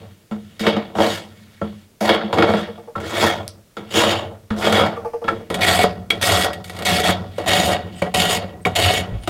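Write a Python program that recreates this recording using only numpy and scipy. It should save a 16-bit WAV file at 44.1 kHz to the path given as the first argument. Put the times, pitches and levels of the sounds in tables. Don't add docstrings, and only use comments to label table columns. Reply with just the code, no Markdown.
import sys
import numpy as np
from scipy import signal
from scipy.fft import rfft, irfft, next_fast_len
from scipy.io import wavfile
from scipy.ndimage import uniform_filter1d, map_coordinates

SR = 44100
rng = np.random.default_rng(int(sys.argv[2]) if len(sys.argv) > 2 else 0)


def volts(x):
    e = np.asarray(x, float) / 20
    return 10 ** e


def waveform_to_disk(signal):
    frames = np.transpose(np.atleast_2d(signal))
    scaled = np.clip(frames, -1, 1) * 32767
    samples = np.round(scaled).astype(np.int16)
    wavfile.write(sys.argv[1], SR, samples)


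N = 409688
SPAN = 32768
MOVE_IN = 5.495

# frequency in Hz, density in dB per Hz.
QUIET = [(12, -51.5), (20, 1), (120, 9), (241, 4), (301, 4), (660, -1), (738, -6.5), (4940, -11.5),
         (8180, -13.5), (16000, -16)]
# frequency in Hz, t60 in seconds.
CELLAR = [(100, 0.46), (300, 0.23), (1500, 0.11), (5000, 0.19), (12000, 0.035)]

# frequency in Hz, density in dB per Hz.
FAR = [(18, -114), (30, -36), (88, -6), (157, -1.5), (210, -0.5), (259, -10.5), (666, -10), (1540, -10.5),
       (3310, -14), (5590, -26), (14000, -38.5), (16000, -42.5)]
NEAR = [(18, -53), (30, -23), (88, -8), (245, -13.5), (721, -15), (822, -16), (1910, -13.5), (2540, -11),
        (3670, -13), (5450, -18.5), (12600, -25), (16000, -34)]
# centre in Hz, width in Hz, height in dB.
FAR_MODES = [(101.2, 20.6, 11), (208, 13, 9), (335.6, 45, 6.5), (452, 16, 6), (612, 13, -1), (730, 87, 1.5),
             (948, 41, -1), (1070, 36, -9.5)]
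NEAR_MODES = [(96.3, 14, 13), (183, 12, 14.2), (428, 43, 4.8), (579, 8.3, 4), (720.6, 20, 9),
              (743, 14, 6.9), (1924, 46, 8.2), (8600, 1600, 4.1), (12700, 460, 3.6)]
# centre in Hz, width in Hz, dB held loosely, dB held firmly at the tip.
BLADE = [(1345, 55, 14.5, -3), (1421, 42, 4, 3), (1710, 42, 5, 1), (1894, 59, 6, 7.5), (2205, 43, 9.5, 11),
         (2950, 330, -15, 12.5), (3350, 91, 18.5, 2.5), (3552, 63, 2, -0.5), (3730, 81, 4, 12),
         (4454, 200, 3, 7.5), (4960, 89, 3.5, 5), (6900, 80, -12.5, 14)]
# low edge in Hz, high edge in Hz.
EDGES_HZ = [(1200, 5500), (290, 1200), (20, 290), (5500, 20000)]
# time in seconds, firmness from 0 to 1.
FIRM = [(0, 0.85), (3.8, 0.4), (3.9, 0.98), (4.49, 0.56), (7.3, 0.57), (7.45, 1), (9.3, 0.9)]
# time in seconds, level in dB.
LEAN = [(0, 7), (.6, -3), (1.6, 6), (2.0, -8.5), (3.0, 9.5), (3.7, -17), (3.899, 10), (4.502, 2), (4.56, 4),
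        (5.2, -5), (5.5, -11.5), (5.6, -1), (6.9, -2), (8, -5.5), (9.3, 3)]

# start in seconds, rise in seconds, hold in seconds, pressure in dB, brightness in dB.
DRAGS = [
    (0, 0.00067, 0.0014, -41, 0),
    (6.64, .17, 0.032, -31.5, 0),
]
HOVERS = [
    (.38, 0.017, 0.17, -51, 0),
    (1.25, 0.032, 0.53, -51, 0.0068),
    (1.7, 0.025, 0.11, -66, 0),
    (3.84, .05, .01, -44, 0),
    (7.27, .09, 0.017, -43, 0),
    (7.86, 0.12, 0.052, -40.5, 0),
    (9.12, 0.2, 0.0304, -42, 0),
]
DIGS = [
    (.594, .084, 0.012, -19, 0),
    (2.006, 0.1, 0.0089, -15.5, 0),
    (2.327, 0.095, 0.18, -16, -4.5),
]
SKIMS = [
    (.95, .07, 0.12, -20, 0.0084),
    (4.563, .09, .03, -18, 0),
]
FAR_PUSHES = [
    (3.0, 0.25, 0.0086, -13.5, -0.5),
    (3.905, 0.057, 0.16, -15.5, 3),
    (4.71, 0.039, 0.0686, -13.5, -3),
]
NEAR_PUSHES = [
    (5.608, 0.0094, 0.22, -16.5, 0),
    (6.213, 0.028, 0.21, -17, 0.63),
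    (6.85, 0.0069, .15, -17, 0),
    (7.035, 0.0072, 0.069, -19.5, 0.067),
    (7.46, 0.034, 0.24, -18, 0.82),
    (8.14, 0.00465, .22, -18, 1),
    (8.752, 0.0071, 0.23, -18.5, 1),
]
# dB at full pressure, dB at first touch, sag in dB per second and release in dB
# per second, all four for blade, handle and hiss; then bench in dB, handle in Hz from, handle in Hz to.
DRAG = ((-3.5, 0.86, -16.5), (-9, -21, 5.5), (1, 1, 1), (71, 200, 300), -2, 520, 600)
HOVER = ((0, -11.5, -6.5), (-7.5, -1, -27), (5.6, 20, 5), (680, 490, 400), 1, 479, 740)
DIG = ((-1.2, 2.7, -15.5), (-12, -14.5, 4.6), (39, 90, 3.6), (124, 110, 420), -6, 546, 594)
SKIM = ((0, 2, -8), (-19, -15.5, -13), (41, 94, 13), (250, 140, 240), -7, 530, 610)
FAR_PUSH = ((0, -1.76, -6.5), (-21.5, -20.5, -23.5), (30, 0, 68), (183, 130, 195), -6, 467, 634)
NEAR_PUSH = ((3.98, -2, -3.5), (-7, -4, -7), (23.4, 3.5, 21), (156, 110, 180), -0.77, 677, 602)

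# start in seconds, knock in dB, wood over steel in dB, scrape in dB, fade in dB per second.
SETDOWNS = [(0.3113, -36, -12.5, -30.5, 245.5), (1.6144, -33, 19, -30.5, 169),
            (2.9582, -52, -19, -26.5, 254), (3.7678, -26.5, -1, -24.5, 255), (4.5037, -26, 2, -26.5, 202.5),
            (5.241, -28.5, 6, -32.5, 60), (5.2802, -19.5, -2, -28, 117.5), (5.5009, -19.5, 5.5, -22.5, 53),
            (6.103, -9, -26, -24, 108), (7.3811, -27, 3, -20.5, 199), (8.0189, -19, 10.5, -22, 170.5),
            (8.654, -15, 1, -23, 150.5), (9.2744, -13, 7.5, -39, 297)]
# start in seconds, peak in dB, wood over steel in dB.
BITES = [(0.595, -17.5, -21.5), (0.6658, -5, 1.5), (.7647, -18, 11.5), (0.953, -26, 13), (.985, -19, 13),
         (1.002, -13, 10.5), (2.0086, -24, 3), (2.0913, -3.5, 3), (2.328, -13.5, 9.5), (2.384, -8.5, 5.5),
         (2.4229, -6.5, 2), (2.489, -20, 14), (2.5366, -16.5, 12), (4.67, -20.5, 14), (5.839, -15, 14),
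         (7.09, -12.5, 8), (8.9, -12.5, 2.5)]
TICKS = [(4.7235, -6.5, 1), (5.5424, -11, -2), (6.5308, -19, -16.5), (6.6423, -25, -17),
         (6.696, -22.5, -1.5), (6.7645, -25, -19), (6.788, -20.5, 0.5), (6.8215, -19, -4), (7.3994, -33, 1),
         (7.4144, -35.5, 3), (8.6674, -20, 15), (9.2344, -30, -3)]

# frequency in Hz, contact in seconds, t60 in seconds.
LOOSE = [(209.7, .012, 0.35), (1343, 0.0082, 0.036)]
# start in seconds, bench top peak in dB, free blade peak in dB.
LOOSE_HITS = [
    (.313, -21, -28.5),
    (0.604, -17, -50),
    (1.617, -19, -23),
    (2.008, -25, -46),
    (2.953, -40, -16),
    (3.769, -31, -21.5),
    (4.506, -12, -17),
    (5.242, -52, -26),
    (5.283, -38, -5.5),
]
# frequency in Hz, contact in seconds, t60 in seconds.
HELD = [(2253, 0.0026, .018), (3357, 0.004, 0.022), (1350, 0.0096, 0.07)]
# start in seconds, then the peak of each of the three modes in dB.
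HELD_HITS = [
    (6.105, -3, -5, -21),
    (8.022, -14, -51, -44),
    (8.651, -6.5, -28, -38),
]
# start in seconds, frequency in Hz, peak in dB, contact in seconds, t60 in seconds.
LANDINGS = [
    (5.279, 1592, -10.5, 0.016, 0.01),
    (2.955, 1076, -21, 0.0071, 0.037),
    (8.654, 1067, -17, 0.0092, 0.043),
    (8.656, 367, -20, 0.007, 0.0436),
    (9.115, 53.9, -20.5, 0.05, 0.46),
    (9.118, 111, -21.5, 0.052, .2),
]

# start in seconds, peak in dB.
RATTLES = [
    (2.594, -29.5),
    (2.673, -32),
    (2.777, -33),
    (2.872, -32.5),
    (4.964, -25),
    (5.047, -22),
    (5.133, -25),
    (5.217, -27),
    (5.401, -32),
]
# frequency in Hz, level in dB, t60 in seconds.
OFFCUT = [(471, 1, 0.14), (604, -8, 0.12), (700, -9, 0.03), (867, -8, 0.019), (1173, -9, 0.028)]
# start in seconds, peak in dB.
SNAP = [
    (3.479, -3),
]
# start in seconds, frequency in Hz, level in dB, length in seconds.
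SLIDES = [
    (7.336, 8600, -63, 0.027),
    (7.95, 8180, -47, 0.053),
    (8.612, 8500, -51.5, 0.022),
    (9.204, 9200, -52, 0.054),
]


def unit(x):
    return x / np.sqrt(np.mean(np.abs(x) ** 2) + 1e-20)


def along(points, hz):
    f, v = np.transpose(points)
    return np.interp(np.log(hz + 1), np.log(f + 1), v)


def quiet():
    m = next_fast_len(N)
    colour = volts(along(QUIET, np.fft.rfftfreq(m, 1 / SR)))
    noise = irfft(rfft(rng.standard_normal(m)) * colour, m)
    return volts(-54.5) * unit(noise[:N])


def contacts():
    out = []
    let_go_db = 42
    ease_s = 0.035
    far_ease_db, near_ease_db = (4.5, 4.5, 6.5), (13, 5.5, 22)
    kinds = ((DIGS, DIG), (FAR_PUSHES, FAR_PUSH), (NEAR_PUSHES, NEAR_PUSH),
             (SKIMS, SKIM), (DRAGS, DRAG), (HOVERS, HOVER))
    for rows, kind in kinds:
        full, touch, sag, release, bench_db, low_hz, high_hz = map(np.array, kind)
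        for s, rise, hold, db, bright_db in rows:
            top = db + full + bright_db * np.array([1, 0, 2])
            fall = min(let_go_db / release[1], 0.4)
            lift = top - sag * hold
            eased = lift - np.array(far_ease_db if s < MOVE_IN else near_ease_db)
            times = s + np.cumsum([0, rise, hold, ease_s, fall])
            levels = [top + touch, top, lift, eased, eased - release * fall]
            out.append((times, levels, bench_db, low_hz, high_hz))
    set_db, set_fades, set_bench_db, set_hz = (-9, -0.5, -18.5), (0.77, 1.03, 1.2), -2, 498
    for s, _, _, db, fade in SETDOWNS:
        fall = min(let_go_db / fade, 0.11 + fade / 1000)
        top = db + np.array(set_db)
        levels = [top, top - fade * fall * np.array(set_fades)]
        out.append((np.array([s, s + fall]), levels, set_bench_db, set_hz, set_hz))
    return sorted(out, key=lambda c: c[0][0])


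def jolts():
    downs = [(s, db, wood, -49 if s < MOVE_IN else -15.5) for s, db, wood, _, _ in SETDOWNS]
    bites = [(*row, -23.5) for row in BITES]
    ticks = [(*row, -13.5) for row in TICKS]
    return downs + bites + ticks


def causal(gain):
    c = irfft(np.log(gain + 1e-6))
    half = len(c) // 2
    c[1:half] *= 2
    c[half + 1:] = 0
    return np.exp(rfft(c))


def body(hz, colour, modes, grip_db):
    gain = volts(along(colour, hz))
    for (c, w, db), chance in zip(modes, rng.standard_normal(len(modes))):
        peak = volts(2 * (db + grip_db * chance)) / (1 + (2 * (hz - c) / w) ** 2)
        gain = gain * np.sqrt(1 + peak)
    return gain


def teeth(size, rate, spread_db, fibre, patchy_db):
    hit = rng.random(size) < rate / SR
    strength = volts(spread_db * np.minimum(rng.exponential(size=size), 4))
    shocks = hit * strength * rng.standard_normal(size)
    chatter = map_coordinates(rng.standard_normal(size // 300 + 4), [np.arange(size) / 300])
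    tearing = unit(shocks) + fibre * rng.standard_normal(size)
    z = signal.stft(tearing * volts(1.7 * chatter), nperseg=256)[2]
    field = uniform_filter1d(rng.standard_normal(z.shape), size=4, axis=0)
    field = uniform_filter1d(field, size=10, axis=1)
    return unit(signal.istft(z * volts(patchy_db * unit(field)), nperseg=256)[1][:size])


def sweep(x, centre_hz, width_hz):
    out = np.zeros(len(x))
    for hz in np.arange(360, 860, 80):
        near = np.clip(1 - np.abs(centre_hz - hz) / 80, 0, 1)
        out += np.sqrt(near) * signal.lfilter(*signal.iirpeak(hz, hz / width_hz, SR), x)
    return out


def layer_band(hz, low_hz, high_hz):
    slopes = (1 + (low_hz / (hz + 1)) ** 8) * (1 + (hz / high_hz) ** 8)
    return causal(1 / np.sqrt(slopes * (1 + (45 / (hz + 1)) ** 4)))


def rasp():
    out, hz = np.zeros(N + SPAN), np.fft.rfftfreq(SPAN, 1 / SR)
    age = np.arange(SR // 12) / SR
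    bands = [layer_band(hz, low, high) for low, high in EDGES_HZ]
    wander_db, wander_s = (0.63, 2.07, 1, 1.33), 0.0301
    touches, glide = contacts(), []
    starts = [c[0][0] for c in touches[1:]] + [N / SR]
    for (s, levels, bench_db, low_hz, high_hz), after in zip(touches, starts):
        blade_db, handle_db, hiss_db = np.transpose(levels)
        firm, rock_db = (np.interp(s[0], *np.transpose(curve)) for curve in (FIRM, LEAN))
        glide += [(s[0], low_hz), (min(s[-2] + 0.04, after - 0.002), high_hz)]
        start = round(s[0] * SR)
        size = max(round((s[-1] - s[0]) * SR), 512)

        colour, wood = (FAR, FAR_MODES) if s[0] < MOVE_IN else (NEAR, NEAR_MODES)
        steel = [(c, w, loose + np.clip(firm, 0, 1) * (tight - loose)) for c, w, loose, tight in BLADE]
        rocking = volts(rock_db / (1 + (np.log((hz + 1) / 92) / 0.48) ** 4))
        response = causal(body(hz, colour, wood + steel, grip_db=1.2) * rocking)

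        t = s[0] + np.arange(size) / SR
        heavy_db = 0.54 * (handle_db + 19) - 21.5 + bench_db
        press_db = np.array([np.interp(t, s, db) for db in (blade_db, handle_db, heavy_db, hiss_db)])
        knots = rng.standard_normal((len(bands), 64))
        press_db += [db * map_coordinates(k, [(t - s[0]) / wander_s]) for db, k in zip(wander_db, knots)]
        shocks = teeth(size, rate=5000, spread_db=2.6, fibre=0.75, patchy_db=2.2)
        drive = np.zeros((len(bands), SPAN))
        drive[:, :size] = shocks * volts(press_db - 1.2)

        for when, peak_db, knock_db, bright_db in jolts():
            if s[0] - 0.005 <= when < after - 0.005:
                kick_db = peak_db + np.array([[-3.5], [knock_db - 4.5], [knock_db - 8.0], [bright_db + 3]])
                onset = 1 - np.exp(-age / 0.00029)
                jolt = volts(kick_db - 60 * age / 0.062) * onset * rng.standard_normal(len(age))
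                drive[:, max(round(when * SR) - start, 0):][:, :len(age)] += jolt
        spectrum = sum(push * unit(response * band) for push, band in zip(rfft(drive), bands))
        out[start:start + SPAN] += irfft(spectrum, SPAN)
    centre_hz = np.interp(np.arange(N) / SR, *np.transpose(glide))
    return 0.69 * out[:N] + 1.183 * sweep(out[:N], centre_hz, width_hz=116.4)


def cellar(x):
    hz, t, z = signal.stft(rng.standard_normal(SR * 3 // 4), SR, nperseg=256)
    decay = volts(-60 * t / along(CELLAR, hz)[:, None])
    tail = signal.istft(z * decay, SR, nperseg=256)[1]
    delayed = np.pad(x, (SR // 150, 0))
    return signal.fftconvolve(delayed, tail / np.linalg.norm(tail))[:N]


def struck(hz, contact, t60, rough):
    t = np.arange(SR // 4) / SR
    grit = 1 + rough * rng.standard_normal(len(t)) * np.sqrt(SR / hz)
    push = grit * np.cos(2 * np.pi * hz * t)
    dying = volts(-60 * t / t60) * np.sin(2 * np.pi * hz * t)
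    ring = signal.fftconvolve(push[t < contact], dying)[:len(t)]
    return ring / np.abs(ring).max()


def landings():
    out = np.zeros(N + SR)
    knocks = list(LANDINGS)
    for modes, hits in ((LOOSE, LOOSE_HITS), (HELD, HELD_HITS)):
        for s, *levels in hits:
            knocks += [(s, hz, db, contact, t60) for (hz, contact, t60), db in zip(modes, levels)]
    for s, hz, db, contact, t60 in knocks:
        out[round(s * SR):][:SR // 4] += volts(db) * struck(hz, contact, t60, rough=1.55)
    return out[:N]


def offcut():
    out, t = np.zeros(N + SR), np.arange(SR // 4) / SR
    for s, db in RATTLES:
        ring = sum(volts(level + rng.normal(0, 4.4)) * struck(hz, 0.016, t60, rough=1.0)
                   for hz, level, t60 in OFFCUT)
        puff = uniform_filter1d(rng.standard_normal(len(t)), size=12) * volts(-12 - 60 * t / 0.39)
        out[round(s * SR):][:len(t)] += volts(db + 1.5) * (ring + puff)
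    return out[:N]


def splinter():
    out, t = np.zeros(N), np.arange(SR // 20) / SR
    for s, db in SNAP:
        out[round(s * SR):][:len(t)] += volts(db - 60 * t / 0.0016) * rng.standard_normal(len(t))
    return signal.sosfilt(signal.butter(3, [2600, 10000], "band", fs=SR, output="sos"), out)


def fingers():
    out = np.zeros(N + SR)
    for s, hz, db, length in SLIDES:
        t = np.arange(round(length * SR)) / SR
        narrow = uniform_filter1d(rng.standard_normal(len(t)), size=60) * np.sin(2 * np.pi * hz * t)
        out[round(s * SR):][:len(t)] += volts(db) * unit(narrow) * np.sqrt(t / length)
    return out[:N]


def scene():
    work = rasp() + landings() + offcut() + splinter() + fingers()
    wet_db = np.where(np.arange(N) < MOVE_IN * SR, -9, -13)
    return (work + cellar(volts(wet_db) * work) + quiet())[None]


def low_pass(x):
    return signal.sosfilt(signal.butter(12, 16500, fs=SR, output="sos"), x)


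def record(dry):
    rounded = dry / (1 + np.abs(dry) ** 8) ** (1 / 8)
    band_limit = signal.ellip(8, 0.5, 40, 15900, fs=SR, output="sos")
    mix = signal.sosfilt(band_limit, rounded)
    return low_pass(mix)


dry = scene()
out = record(dry)
waveform_to_disk(out)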